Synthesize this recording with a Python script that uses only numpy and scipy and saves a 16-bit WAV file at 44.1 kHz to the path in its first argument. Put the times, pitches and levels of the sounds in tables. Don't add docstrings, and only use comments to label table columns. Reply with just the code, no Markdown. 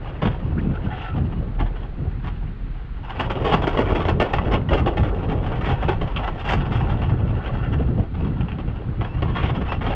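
import sys
import numpy as np
from scipy import signal
from scipy.fft import rfft, irfft, next_fast_len
from scipy.io import wavfile
from scipy.ndimage import uniform_filter1d, map_coordinates

SR = 44100
rng = np.random.default_rng(int(sys.argv[2]) if len(sys.argv) > 2 else 0)


def generate_wav(signal):
    frames = np.transpose(np.atleast_2d(signal))
    scaled = np.clip(frames, -1, 1) * 32767
    pcm = np.round(scaled).astype(np.int16)
    wavfile.write(sys.argv[1], SR, pcm)


N = 438794

# (time [s], crunch level [dB], groan of packing snow, relative level [dB])
SNOW = [(0, -47, -40.5), (.6, -48, -36.5), (1.0, -40.5, -39.5), (1.45, -54, -37), (2.1, -52.5, -48),
        (2.95, -54.5, -52.5), (3.0, -48, -59), (3.07, -44.5, -52), (3.14, -37, -36), (3.55, -34, -26),
        (3.88, -35.5, -27), (4.17, -41.5, -29), (4.56, -34, -24.5), (4.63, -46, -33.5), (4.675, -52, -45.5),
        (4.75, -45.5, -27.5), (5.4, -43.5, -30), (5.75, -37, -33), (6.12, -42, -39.5), (6.3, -40, -42),
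        (6.7, -36, -33), (7.0, -38, -33.5), (7.2, -47.5, -32.5), (7.55, -38.5, -34), (8.0, -49.5, -35.5),
        (8.1, -65, -49), (8.2, -45.5, -41.5), (8.95, -50, -43.5), (9.3, -41, -36.5), (9.45, -36.5, -30),
        (9.78, -42, -40), (9.94, -32.5, -36.5)]
# (frequency [Hz], density [dB per Hz])
GROAN = [(150, -27.5), (300, -0.5), (420, -0.5), (650, -7.5), (850, -13), (1300, -19), (3000, -68.5)]
# (frequency [Hz], density [dB per Hz])
CRUNCH = [(300, -25), (750, -1), (1000, -1), (1450, -2.5), (1700, -6.5), (2400, -10), (3250, -11.5),
          (3500, -20), (3950, -29), (4300, -29), (5000, -34.5), (6200, -45), (8300, -53), (9500, -69),
          (15000, -81)]


def tyres(patch_db=0.5, patches_per_s=9):
    crunch_db, groan_db = curves(SNOW)
    patches = patch_db * wobble(patches_per_s)
    crunch_db, groan_db = crunch_db + patches, groan_db + patches
    clumps = wobble(42)
    breaking = shifting(fractures(rate=2400, spread_db=3), depth_db=2.7)
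    breaking = cab(breaking, t60=.06, wet_db=-6)
    packing = shifting(fractures(rate=2000, spread_db=2), depth_db=2.2)
    crunch = amp(crunch_db + 3.77 * clumps) * breaking
    groan = amp(groan_db - 3.0 + 0.37 * clumps) * packing
    ice = amp(crunch_db - 7.0) * unit(coloured(chips(), lambda hz: gain(CRUNCH, hz)))
    return through_body(crunch, CRUNCH) + through_body(groan, GROAN) + ice


def chips(centre_hz=1400, spread=0.45, cycles=9, size_db=3.0, count=450):
    when = rng.random(count)
    pitch = rng.standard_normal((count, 1))
    size = rng.exponential(size=(count, 1))
    hz = np.minimum(centre_hz * np.exp(spread * pitch), 3000 + 150 * pitch)
    t = np.arange(SR // 25) / SR
    decay = np.exp(-hz * t / cycles)
    rings = amp(size_db * np.minimum(size, 3)) * np.sin(2 * np.pi * hz * t) * decay
    where = (when * N).astype(int)[:, None] + np.arange(len(t))
    return unit(np.bincount(where.ravel(), rings.ravel(), N)[:N])


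SPRAY_DB, SPRAY_GROWS = -59.5, 1.2
FIRM_CLACK_DB = -24.5
RAGGED_DB, RAGGED_PER_S = 2.0, 130
# (time [s], strength [dB], hardness = clack over thud [dB], crushing time [s], rise time constant [s])
CLODS = [(.055, -43.5, 3, 0.041, 0.0087), (0.216, -25, -4, 0.023, 0.0033), (0.25, -25, 2, 0.013, 0.0036),
         (.3, -45.5, 3, 0.057, .005), (.574, -59, 2, 0.012, .006), (0.844, -46, -7, 0.014, 0.0045),
         (1.157, -35, -4.5, .022, 0.0036), (1.584, -44, 11, 0.028, 0.0055), (1.599, -28, -9, 0.008, .003),
         (1.654, -37.5, 2, 0.0091, 0.0036), (1.755, -48.5, 16, 0.013, 0.0042),
         (1.8, -54, 6, 0.0067, 0.0044), (2.049, -42, -23, 0.01, .003), (2.238, -46.5, 16, 0.022, .005),
         (2.265, -43.5, 15, 0.017, .007), (3.09, -35, 7, 0.015, 0.0079), (3.192, -23.5, 3.5, 0.015, 0.0032),
         (3.297, -24.5, 0.5, 0.011, 0.0028), (3.377, -48, 4, 0.0069, .002), (3.4, -36, -4, 0.013, 0.0033),
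         (3.443, -24, -3, 0.055, 0.0018), (3.52, -23, 3, 0.011, 0.003), (3.533, -20.5, -1.5, 0.009, .003),
         (3.618, -28, 3, 0.0075, 0.0025), (3.668, -23, -1.5, 0.01, 0.0034), (3.7, -34.5, -4, .012, 0.0044),
         (3.746, -31.5, -4, 0.0081, 0.0023), (3.77, -22, -4.5, 0.034, 0.0016),
         (3.842, -41.5, -8, 0.033, .004), (3.883, -30.5, -8, 0.041, 0.0028),
         (3.948, -21.5, -3.5, 0.014, 0.0023), (3.992, -26, -2, 0.02, 0.0036),
         (4.05, -26.5, -2, 0.006, .002), (4.08, -19.5, -2.5, 0.011, 0.003),
         (4.199, -17.5, -3.5, 0.019, 0.00076), (4.257, -31.5, -9.5, 0.0044, 0.0017),
         (4.29, -39, 3, 0.01, 0.0034), (4.331, -20.5, -1.5, 0.012, 0.0026),
         (4.408, -36, -21.5, 0.0054, 0.0017), (4.443, -34, -7, 0.027, .0015),
         (4.512, -27.5, 1.5, 0.032, 0.0041), (4.687, -32, 2.5, .008, 0.0022),
         (4.706, -23.5, -11.5, 0.014, 0.0033), (4.729, -21, -1, 0.0091, 0.0053),
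         (4.768, -29.5, 1.5, 0.029, 0.0025), (4.858, -23, -6.5, 0.019, 0.0037),
         (4.925, -45, 3, 0.0073, .003), (4.968, -26, -3, 0.021, 0.0016), (5.03, -33, -0.5, 0.042, 0.0024),
         (5.144, -36.5, -3, 0.017, 0.0039), (5.227, -30, -10, 0.0062, 0.0016),
         (5.285, -39, 7.5, 0.025, .004), (5.317, -31.5, -2, 0.0064, 0.0023),
         (5.429, -38.5, 1, .015, 0.0035), (5.459, -36.5, 4.5, 0.011, 0.0026),
         (5.516, -36, 0, 0.0056, 0.0022), (5.552, -38, 7, 0.008, .002), (5.609, -31.5, 3, 0.013, 0.0014),
         (5.643, -30.5, 3.5, 0.032, .003), (5.68, -28.5, -1, 0.039, 0.0084),
         (5.717, -34, -4, 0.011, 0.0045), (5.823, -28.5, -6, 0.0084, 0.0023),
         (5.879, -23.5, -2.5, 0.017, 0.0035), (6.01, -26, -4, 0.008, 0.0028),
         (6.07, -37, -2, 0.0072, 0.0022), (6.114, -47, -11, .003, .001), (6.159, -32, 0, 0.033, .002),
         (6.229, -35, 5, 0.018, 0.0048), (6.267, -30.5, -3.5, 0.015, 0.0046), (6.344, -35, -6, .008, .003),
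         (6.39, -41, 13, 0.02, 0.0032), (6.442, -37.5, 11, 0.035, .003), (6.485, -31, 13, 0.022, 0.0042),
         (6.518, -21, 0, 0.014, 0.0066), (6.708, -37.5, 7, 0.07, 0.0046),
         (6.891, -38.5, 8.5, 0.035, 0.0042), (7.014, -34, 5, 0.014, 0.0041),
         (7.091, -34.5, 1, .008, 0.0025), (7.272, -39, -1, 0.0055, .002), (7.459, -38, 8.5, 0.016, 0.0015),
         (7.647, -48, -6, 0.0062, 0.0022), (7.795, -32.5, -15.5, 0.013, 0.0012),
         (7.9, -47, -14, 0.006, 0.0018), (7.975, -38, -19, 0.027, 0.0048), (8.02, -42.5, -8, 0.015, .005),
         (8.139, -40.5, 0, .01, 0.0026), (8.243, -40, 10, 0.0049, 0.0026), (8.405, -38, 2, .005, .0012),
         (8.484, -41, 7, .006, .001), (8.584, -32, -4, 0.0044, 0.0015), (8.675, -37, -3, .007, .002),
         (9.007, -33, -3.5, 0.022, .003), (9.045, -36, 6.5, 0.0063, 0.0026),
         (9.22, -26, -3.5, 0.0074, 0.0015), (9.277, -35.5, 1, 0.023, 0.0042),
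         (9.347, -31, 5.5, 0.024, .002), (9.381, -33.5, 6.5, 0.022, 0.0038), (9.429, -33.5, 9, 0.011, .002),
         (9.455, -42, 4, 0.015, .003), (9.488, -27, 1, 0.0075, 0.003), (9.55, -34.5, 4, 0.0067, 0.0023),
         (9.611, -35.5, 3.5, 0.0088, 0.0032), (9.655, -41, 6, 0.025, .005),
         (9.718, -27.5, -2, 0.009, 0.0018), (9.808, -30, 1, 0.014, 0.0014),
         (9.836, -33.5, 0.5, 0.0086, .003), (9.864, -27.5, 0, 0.0071, 0.0018),
         (9.897, -24.5, -4, 0.012, 0.0048)]
# (time [s], extra spray from every clod [dB])
ICINESS = [(0, -3.5), (1.6, -3), (2.3, 5), (3.3, 4), (5.6, 3), (6.25, 2.5), (6.55, 11.5), (7.1, -5),
           (8.3, -3), (9.9, -3)]
# (frequency [Hz], density [dB per Hz])
THUD = [(60, -21.5), (150, -3), (330, 8), (550, 1.5), (750, -0.5), (1100, -13.5), (3000, -72.5)]
# (frequency [Hz], density [dB per Hz])
CLACK = [(300, -24), (650, -1), (950, 0), (1400, -2), (1700, -6.5), (2400, -9.5), (3200, -10), (3500, -17),
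         (3950, -26.5), (4300, -27), (5000, -35), (7000, -54), (12000, -85)]
# (frequency [Hz], density [dB per Hz])
SPRAY = [(2500, -39.5), (4400, 7.5), (5300, 6), (6300, -2), (7400, -4.5), (8500, -11.5), (9400, -31),
         (12300, -24.5), (15000, -39)]


def clods():
    s, db, hardness_db, hold, rise = np.vstack([CLODS, small_clods()]).T
    thud_db = db - hardness_db / 2
    clack_db = db + hardness_db / 2
    spray_db = SPRAY_DB + SPRAY_GROWS * (clack_db - FIRM_CLACK_DB)
    spray_db = spray_db + np.interp(s, *np.transpose(ICINESS))
    steps = unit(amp(RAGGED_DB * np.minimum(wobble(RAGGED_PER_S), 1)))
    thud = steps * crumbling(s, hold, rise, thud_db - .7, t60=0.13, rate=3500)
    clack = steps * crumbling(s, hold, rise, clack_db + 0.41, t60=.1, rate=3000)
    spray = steps * crumbling(s, hold, rise, spray_db, t60=.13, rate=1600)
    clack = cab(clack, t60=.2, wet_db=-9)
    spray = coloured(spray, lambda hz: gain(SPRAY, hz))
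    return through_body(thud, THUD) + through_body(clack, CLACK) + spray


SMALL_PER_S = 13
SMALL_DB, SMALL_SCATTER_DB = -3.5, 2
SMALL_HARDNESS_DB, SMALL_CRUSH_S, SMALL_RISE_S = 1, 0.0027, 0.0032


def small_clods(count=200):
    gap, size, hard, crush = rng.uniform(-1, 1, (count, 4)).T
    s = np.cumsum(1 + .8 * gap) / SMALL_PER_S
    times, crunch_db, _ = np.transpose(SNOW)
    db = np.interp(s, times, crunch_db) + SMALL_DB + SMALL_SCATTER_DB * size
    hardness_db = SMALL_HARDNESS_DB + 5 * hard
    hold = SMALL_CRUSH_S * 2 ** crush
    rows = np.transpose([s, db, hardness_db, hold, np.full(count, SMALL_RISE_S)])
    return rows[s < N / SR]


def crumbling(times, holds, rises, levels_db, t60, rate):
    force = np.zeros(N + SR)
    shower = fractures(rate, spread_db=1.0)
    for s, hold, rise, db in zip(times, holds, rises, levels_db):
        shape = burst(rise, hold, t60)
        start = round(s * SR)
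        grains = shower.take(start + np.arange(len(shape)), mode="wrap")
        force[start:][:len(shape)] += amp(db) * shape * tint(grains, depth_db=3.5)
    return force[:N]


def burst(rise, hold, t60, size=16384):
    t = np.arange(size) / SR
    return (1 - np.exp(-t / rise)) * amp(-60 * np.maximum(t - hold, 0) / t60)


def tint(x, depth_db, count=360):
    places = np.linspace(0, count - 1, len(x) // 2 + 1)
    ripple = map_coordinates(rng.standard_normal(count), [places], order=2)
    return unit(irfft(rfft(x) * amp(depth_db * ripple), len(x)))


SLIP_DB, SLIPS_PER_S = 2.5, 27
# (time [s], relative level [dB])
RUB = [(0, -70), (.72, -66), (.76, -44), (.82, -46), (.92, -41), (1.03, -39), (1.1, -41), (1.14, -58),
       (1.4, -80), (5.55, -70), (5.7, -39), (5.95, -50), (6.15, -52), (6.24, -38), (6.38, -49), (6.6, -41),
       (6.85, -44), (7.05, -39), (7.2, -46), (7.4, -41), (7.72, -40), (7.9, -47), (8.1, -65), (8.2, -48),
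       (8.7, -51), (8.95, -70)]
# (frequency [Hz], width [Hz], relative gain [dB])
BLADE = [(748, 40, 0), (850, 70, -7), (1345, 85, -4), (1480, 80, -9), (1770, 120, -11), (2000, 60, -12),
         (2710, 100, -12), (3250, 150, -18)]
# (time [s], length [s], start pitch [Hz], end pitch [Hz], level [dB], rms pitch scatter [fraction])
SQUEAKS = [(.742, .04, 1310, 1370, -37, .025), (.86, .03, 1480, 1510, -43, .025),
           (.985, .09, 770, 740, -40.5, .025), (1.0, .045, 1340, 1370, -44, .025),
           (1.043, .032, 1370, 1340, -39.5, .015), (1.075, .06, 1370, 1295, -38, .02),
           (9.092, .045, 2580, 2700, -48, .009), (9.135, .06, 2700, 2800, -49, .012),
           (9.691, .036, 2560, 2680, -37, .005), (9.742, .03, 2660, 2720, -42, .01)]
# (time [s], length [s], start centre [Hz], end centre [Hz], width [Hz], level [dB])
SCRAPES = [(.568, .04, 1200, 1950, 450, -39), (.58, .025, 2000, 2750, 600, -46),
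           (.9, .21, 2500, 2800, 1600, -48), (6.16, .022, 2800, 2700, 1100, -29.5),
           (6.185, .115, 720, 980, 380, -32.5), (6.483, .028, 1850, 2050, 700, -29.5),
           (9.36, .15, 2000, 2600, 1600, -37.5)]


def plow():
    rub_db, = curves(RUB)
    slips = unit(amp(SLIP_DB * wobble(SLIPS_PER_S)))
    grating = slips * shifting(fractures(rate=2500, spread_db=1), depth_db=2.5)
    out = amp(rub_db - 2.0) * coloured(grating, lambda hz: resonance(BLADE, hz) / (1 + (hz / 3800) ** 8))
    unsteady = wobble(300)
    for s, length, start_hz, end_hz, db, scatter in SQUEAKS:
        tone = amp(db) * squeal(round(length * SR), start_hz, end_hz, scatter, unsteady)
        out[round(s * SR):][:len(tone)] += tone
    for s, length, start_hz, end_hz, width_hz, db in SCRAPES:
        rasp = amp(db) * scrape(round(length * SR), start_hz, end_hz, width_hz)
        out[round(s * SR):][:len(rasp)] += rasp
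    return out


def squeal(out_length, start_hz, end_hz, scatter, unsteady):
    u = np.linspace(0, 1, out_length)
    waver = unsteady[rng.integers(N - out_length):][:out_length]
    glide_hz = start_hz + (end_hz - start_hz) * np.sqrt(u)
    phase = 2 * np.pi * np.cumsum(glide_hz * (1 + scatter * waver)) / SR
    envelope = amp(2.5 * waver) * (4 * u * (1 - u)) ** .3
    return envelope * (np.sin(phase) + amp(-27) * np.sin(2 * phase))


def scrape(out_length, start_hz, end_hz, width_hz):
    u = np.linspace(0, 1, out_length)
    lowpass = signal.butter(3, width_hz / SR, output="sos")
    slips = signal.sosfilt(lowpass, rng.standard_normal((2, out_length)))
    phase = 2 * np.pi * np.cumsum(start_hz + (end_hz - start_hz) * u) / SR
    rasp = unit(slips[0] * np.cos(phase) + slips[1] * np.sin(phase))
    return rasp * np.sin(np.pi * u).clip(0) ** .3


# (time [s], frame clank level [dB], pin clink level [dB])
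JOLTS = [(1.603, -26, -51), (3.196, -20, -20.5), (4.203, -24, -37), (4.384, -13.5, -33),
         (5.891, -16.5, -43), (6.162, -26, -20), (6.183, -27, -36), (6.276, -20, -41), (7.018, -25, -30),
         (8.409, -39, -29.5), (8.483, -40, -31), (8.517, -36, -27), (8.592, -43, -41), (9.01, -27, -30),
         (9.227, -38, -33), (9.72, -16, -33)]
# (frequency [Hz], relative level [dB], t60 [s])
FRAME = [(850, -6, .03), (1122, 3, .04), (1196, -2.5, .027), (1386, -10, .035), (1937, -12, .035)]
# (frequency [Hz], relative level [dB], t60 [s])
PINS = [(800, -8, .02), (1150, -8, .025), (1884, -4, .022), (2400, -2, .016), (2715, 0, .022),
        (2980, -1, .014), (3250, -5, .018)]


def jolts():
    out = np.zeros(N + SR)
    for s, frame_db, pin_db in JOLTS:
        clank = amp(frame_db) * ringing(FRAME) + amp(pin_db) * ringing(PINS)
        out[round(s * SR):][:len(clank)] += clank
    return cab(out[:N], t60=0.12, wet_db=-7.0)


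def ringing(modes, chatter=.006, click_db=-2):
    t = np.arange(SR // 4) / SR
    ring = 0
    for hz, db, t60 in modes:
        decay = amp(db + rng.normal(0, 1.3) - 60 * t / t60)
        ring = ring + decay * np.sin(2 * np.pi * (hz * rng.normal(1, 0.012) * t + rng.random()))
    click = rush(CLACK)[:len(t)] * amp(click_db - 60 * t / .025)
    stroke = (ring + click) * (1 - np.exp(-t / 0.0014))
    delay = round(abs(chatter) * rng.uniform(1.0, 1.8) * SR)
    return stroke + .5 * np.pad(stroke, (delay, 0))[:len(t)]


HEAVE_S, HEAVE_LENGTH_S, HEAVE_DB = 1.64, 0.23, 11.5
# (time [s], drone relative level [dB], chassis shake relative level [dB])
ENGINE = [(0, -30, -36), (2.8, -26.5, -31.5), (3.3, -41, -26.5), (6.3, -36.5, -27), (6.7, -29, -25.5),
          (8.1, -44, -32), (9.95, -31, -29.5)]
# (frequency [Hz], density [dB per Hz])
FAN = [(100, -16.5), (400, 5), (620, -7), (1300, 5.5), (2100, -1), (3200, -8), (4300, -13.5), (5500, -32),
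       (8000, -37), (10000, -53.5), (15000, -63)]


def engine(drone_hz=38.7, drift=.05, rough_db=2.5):
    drone_db, shake_db = curves(ENGINE)
    phase = 2 * np.pi * np.cumsum(drone_hz * (1 + drift * wobble(11))) / SR
    drone = unit(np.sin(phase) * amp(rough_db * wobble(9.8)))
    shake = rush([(8, -22.5), (22, -7), (38, -3.5), (52, -1.0), (80, -20.5), (300, -93.5)])
    heave_db = HEAVE_DB * swell(HEAVE_S, HEAVE_LENGTH_S)
    fan = amp(-51.5) * rush(FAN)
    return amp(drone_db + heave_db - 4.5) * drone + amp(shake_db - 1.5) * shake + fan


FLUTTER_DB, FLUTTER_GROWS = -7.5, 0.98
BREEZE_DB = -27.5
# (time [s], strength [dB])
WIND = [(0, -30.5), (.55, -25), (1.05, -33), (1.35, -25.5), (1.8, -34.5), (2.2, -32.5), (3.07, -36.5),
        (3.45, -24.5), (5.3, -23.5), (6.1, -27), (6.43, -33), (6.55, -23.5), (7.95, -23), (8.1, -28.5),
        (8.25, -26.5), (9.1, -28.5), (9.3, -25.5), (9.94, -26)]
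# (time of the crest [s], length [s], buffet crest level [dB], flutter crest level [dB])
GUSTS = [(0.258, 0.099, -23, -20.5), (0.583, .08, -22.5, -24), (0.68, 0.16, -22, -23),
         (0.86, 0.077, -22.5, -24.5), (1.215, 0.22, -19.5, -25), (1.631, 0.071, -21.5, -31.5),
         (2.012, 0.09, -24.5, -27), (2.084, 0.082, -23.5, -40), (2.259, 0.06, -25, -31.5),
         (2.449, 0.057, -27.5, -34.5), (3.21, 0.061, -23, -27), (3.54, 0.078, -22, -22),
         (3.917, 0.087, -20, -26.5), (4.535, 0.18, -24, -24.5), (4.733, 0.094, -14.5, -34),
         (5.329, 0.13, -26, -23.5), (5.71, 0.15, -20, -29.5), (5.91, 0.065, -21.5, -40),
         (6.712, .1, -23, -26), (6.92, .1, -18.5, -33), (7.001, 0.074, -21.5, -29),
         (7.129, 0.083, -18.5, -23), (7.24, 0.058, -18.5, -25.5), (7.909, 0.089, -19.5, -20.5),
         (7.993, 0.067, -15, -20.5), (8.267, 0.21, -22.5, -24.5), (8.419, 0.1, -21.5, -26),
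         (8.596, 0.25, -27.5, -30), (8.898, 0.11, -22.5, -29.5), (9.002, 0.073, -21.5, -25.5),
         (9.248, 0.08, -18.5, -28.5), (9.449, 0.053, -19, -24.5), (9.584, 0.12, -22.5, -26.5)]
# (frequency [Hz], density [dB per Hz])
BUFFET = [(8, -30.5), (25, -18), (50, -2), (70, 2), (125, 0), (170, -8.5), (260, -33.5), (500, -61.5),
          (1000, -100)]
# (frequency [Hz], density [dB per Hz])
FLUTTER = [(70, -48.5), (130, 1), (175, 2.5), (260, -2.5), (350, -9.5), (520, -19.5), (900, -43),
           (2500, -89)]


def wind(buffet_lump_db=2.5, flutter_lump_db=2.5, lumps_per_s=18):
    strength_db, = curves(WIND)
    lumps = wobble(lumps_per_s)
    buffet = amp(strength_db + buffet_lump_db * lumps)
    flutter_db = BREEZE_DB + FLUTTER_DB + FLUTTER_GROWS * (strength_db - BREEZE_DB)
    flutter = amp(flutter_db + flutter_lump_db * lumps)
    for s, length, buffet_crest_db, flutter_crest_db in GUSTS:
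        gust = swell(s, length)
        buffet = np.maximum(buffet, amp(buffet_crest_db) * gust)
        flutter = np.maximum(flutter, amp(flutter_crest_db) * gust)
    return buffet * rush(BUFFET) + flutter * rush(FLUTTER)


# (frequency [Hz], width [Hz], relative gain [dB])
PANELS = [(460, 90, -12), (560, 70, -13), (800, 170, -4.5), (1125, 55, -1), (1380, 140, -12),
          (1800, 70, -9), (2000, 130, -9), (2720, 140, -9), (2930, 70, -9), (3250, 110, -1), (3595, 50, -1)]


def through_body(x, spectrum):
    return coloured(x, lambda hz: gain(spectrum, hz) * (1 + resonance(PANELS, hz)))


def cab(x, t60, wet_db):
    t = np.arange(SR // 4) / SR
    tail = rng.standard_normal(len(t)) * amp(-60 * t / t60)
    reflected = signal.oaconvolve(x, tail / np.linalg.norm(tail))[:N]
    return (x + amp(wet_db) * reflected) / np.hypot(1, amp(wet_db))


def fractures(rate, spread_db):
    sizes = np.clip(rng.standard_normal(N), -2, 2) * amp(spread_db * np.clip(rng.standard_normal(N), -2, 2))
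    return unit(sizes * (rng.random(N) < rate / SR))


def shifting(x, depth_db, size=512):
    z = signal.stft(x, nperseg=size)[2]
    field = uniform_filter1d(rng.standard_normal(z.shape), size=6, axis=0)
    field = uniform_filter1d(field, size=7, axis=1)
    return unit(signal.istft(z * amp(depth_db * unit(field)), nperseg=size)[1][:N])


def rush(spectrum):
    return coloured(rng.standard_normal(N), lambda hz: gain(spectrum, hz))


def coloured(x, response, size=8192):
    cepstrum = irfft(np.log(np.maximum(response(np.fft.rfftfreq(size, 1 / SR)), 1e-6)))
    cepstrum[1:size // 2] *= 2
    cepstrum[size // 2 + 1:] = 0
    pulse = irfft(np.exp(rfft(cepstrum)))
    return signal.oaconvolve(x, pulse / np.linalg.norm(pulse))[:N]


def gain(spectrum, hz):
    f, db = np.transpose(spectrum)
    return amp(np.interp(np.log(hz + 1), np.log(f), db))


def resonance(modes, hz):
    return sum(amp(db) / (1 + ((hz - centre) / (width / 2)) ** 2) for centre, width, db in modes)


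def wobble(rate):
    knots = rng.standard_normal(4096)
    return unit(map_coordinates(knots, [np.arange(N) * rate / SR], order=2, mode="wrap"))


def swell(crest, length):
    u = np.clip((np.arange(N) / SR - crest) / length, -.5, .5)
    return np.cos(np.pi * u)


def curves(rows):
    s, *cols = np.transpose(rows)
    return [np.interp(np.arange(N) / SR, s, c) for c in cols]


def amp(db):
    return 10 ** (np.asarray(db) / 20)


def unit(x):
    return x / np.sqrt(np.mean(x ** 2) + 1e-20)


def scene():
    return (tyres() + clods() + plow() + jolts() + engine() + wind())[None]


TOP_HZ = 15680


def record(dry):
    size = next_fast_len(N + SR // 4)
    passed = np.fft.rfftfreq(size, 1 / SR) < TOP_HZ
    return irfft(rfft(dry, size) * passed, size)[:, :N]


dry = scene()
out = record(dry)
generate_wav(out)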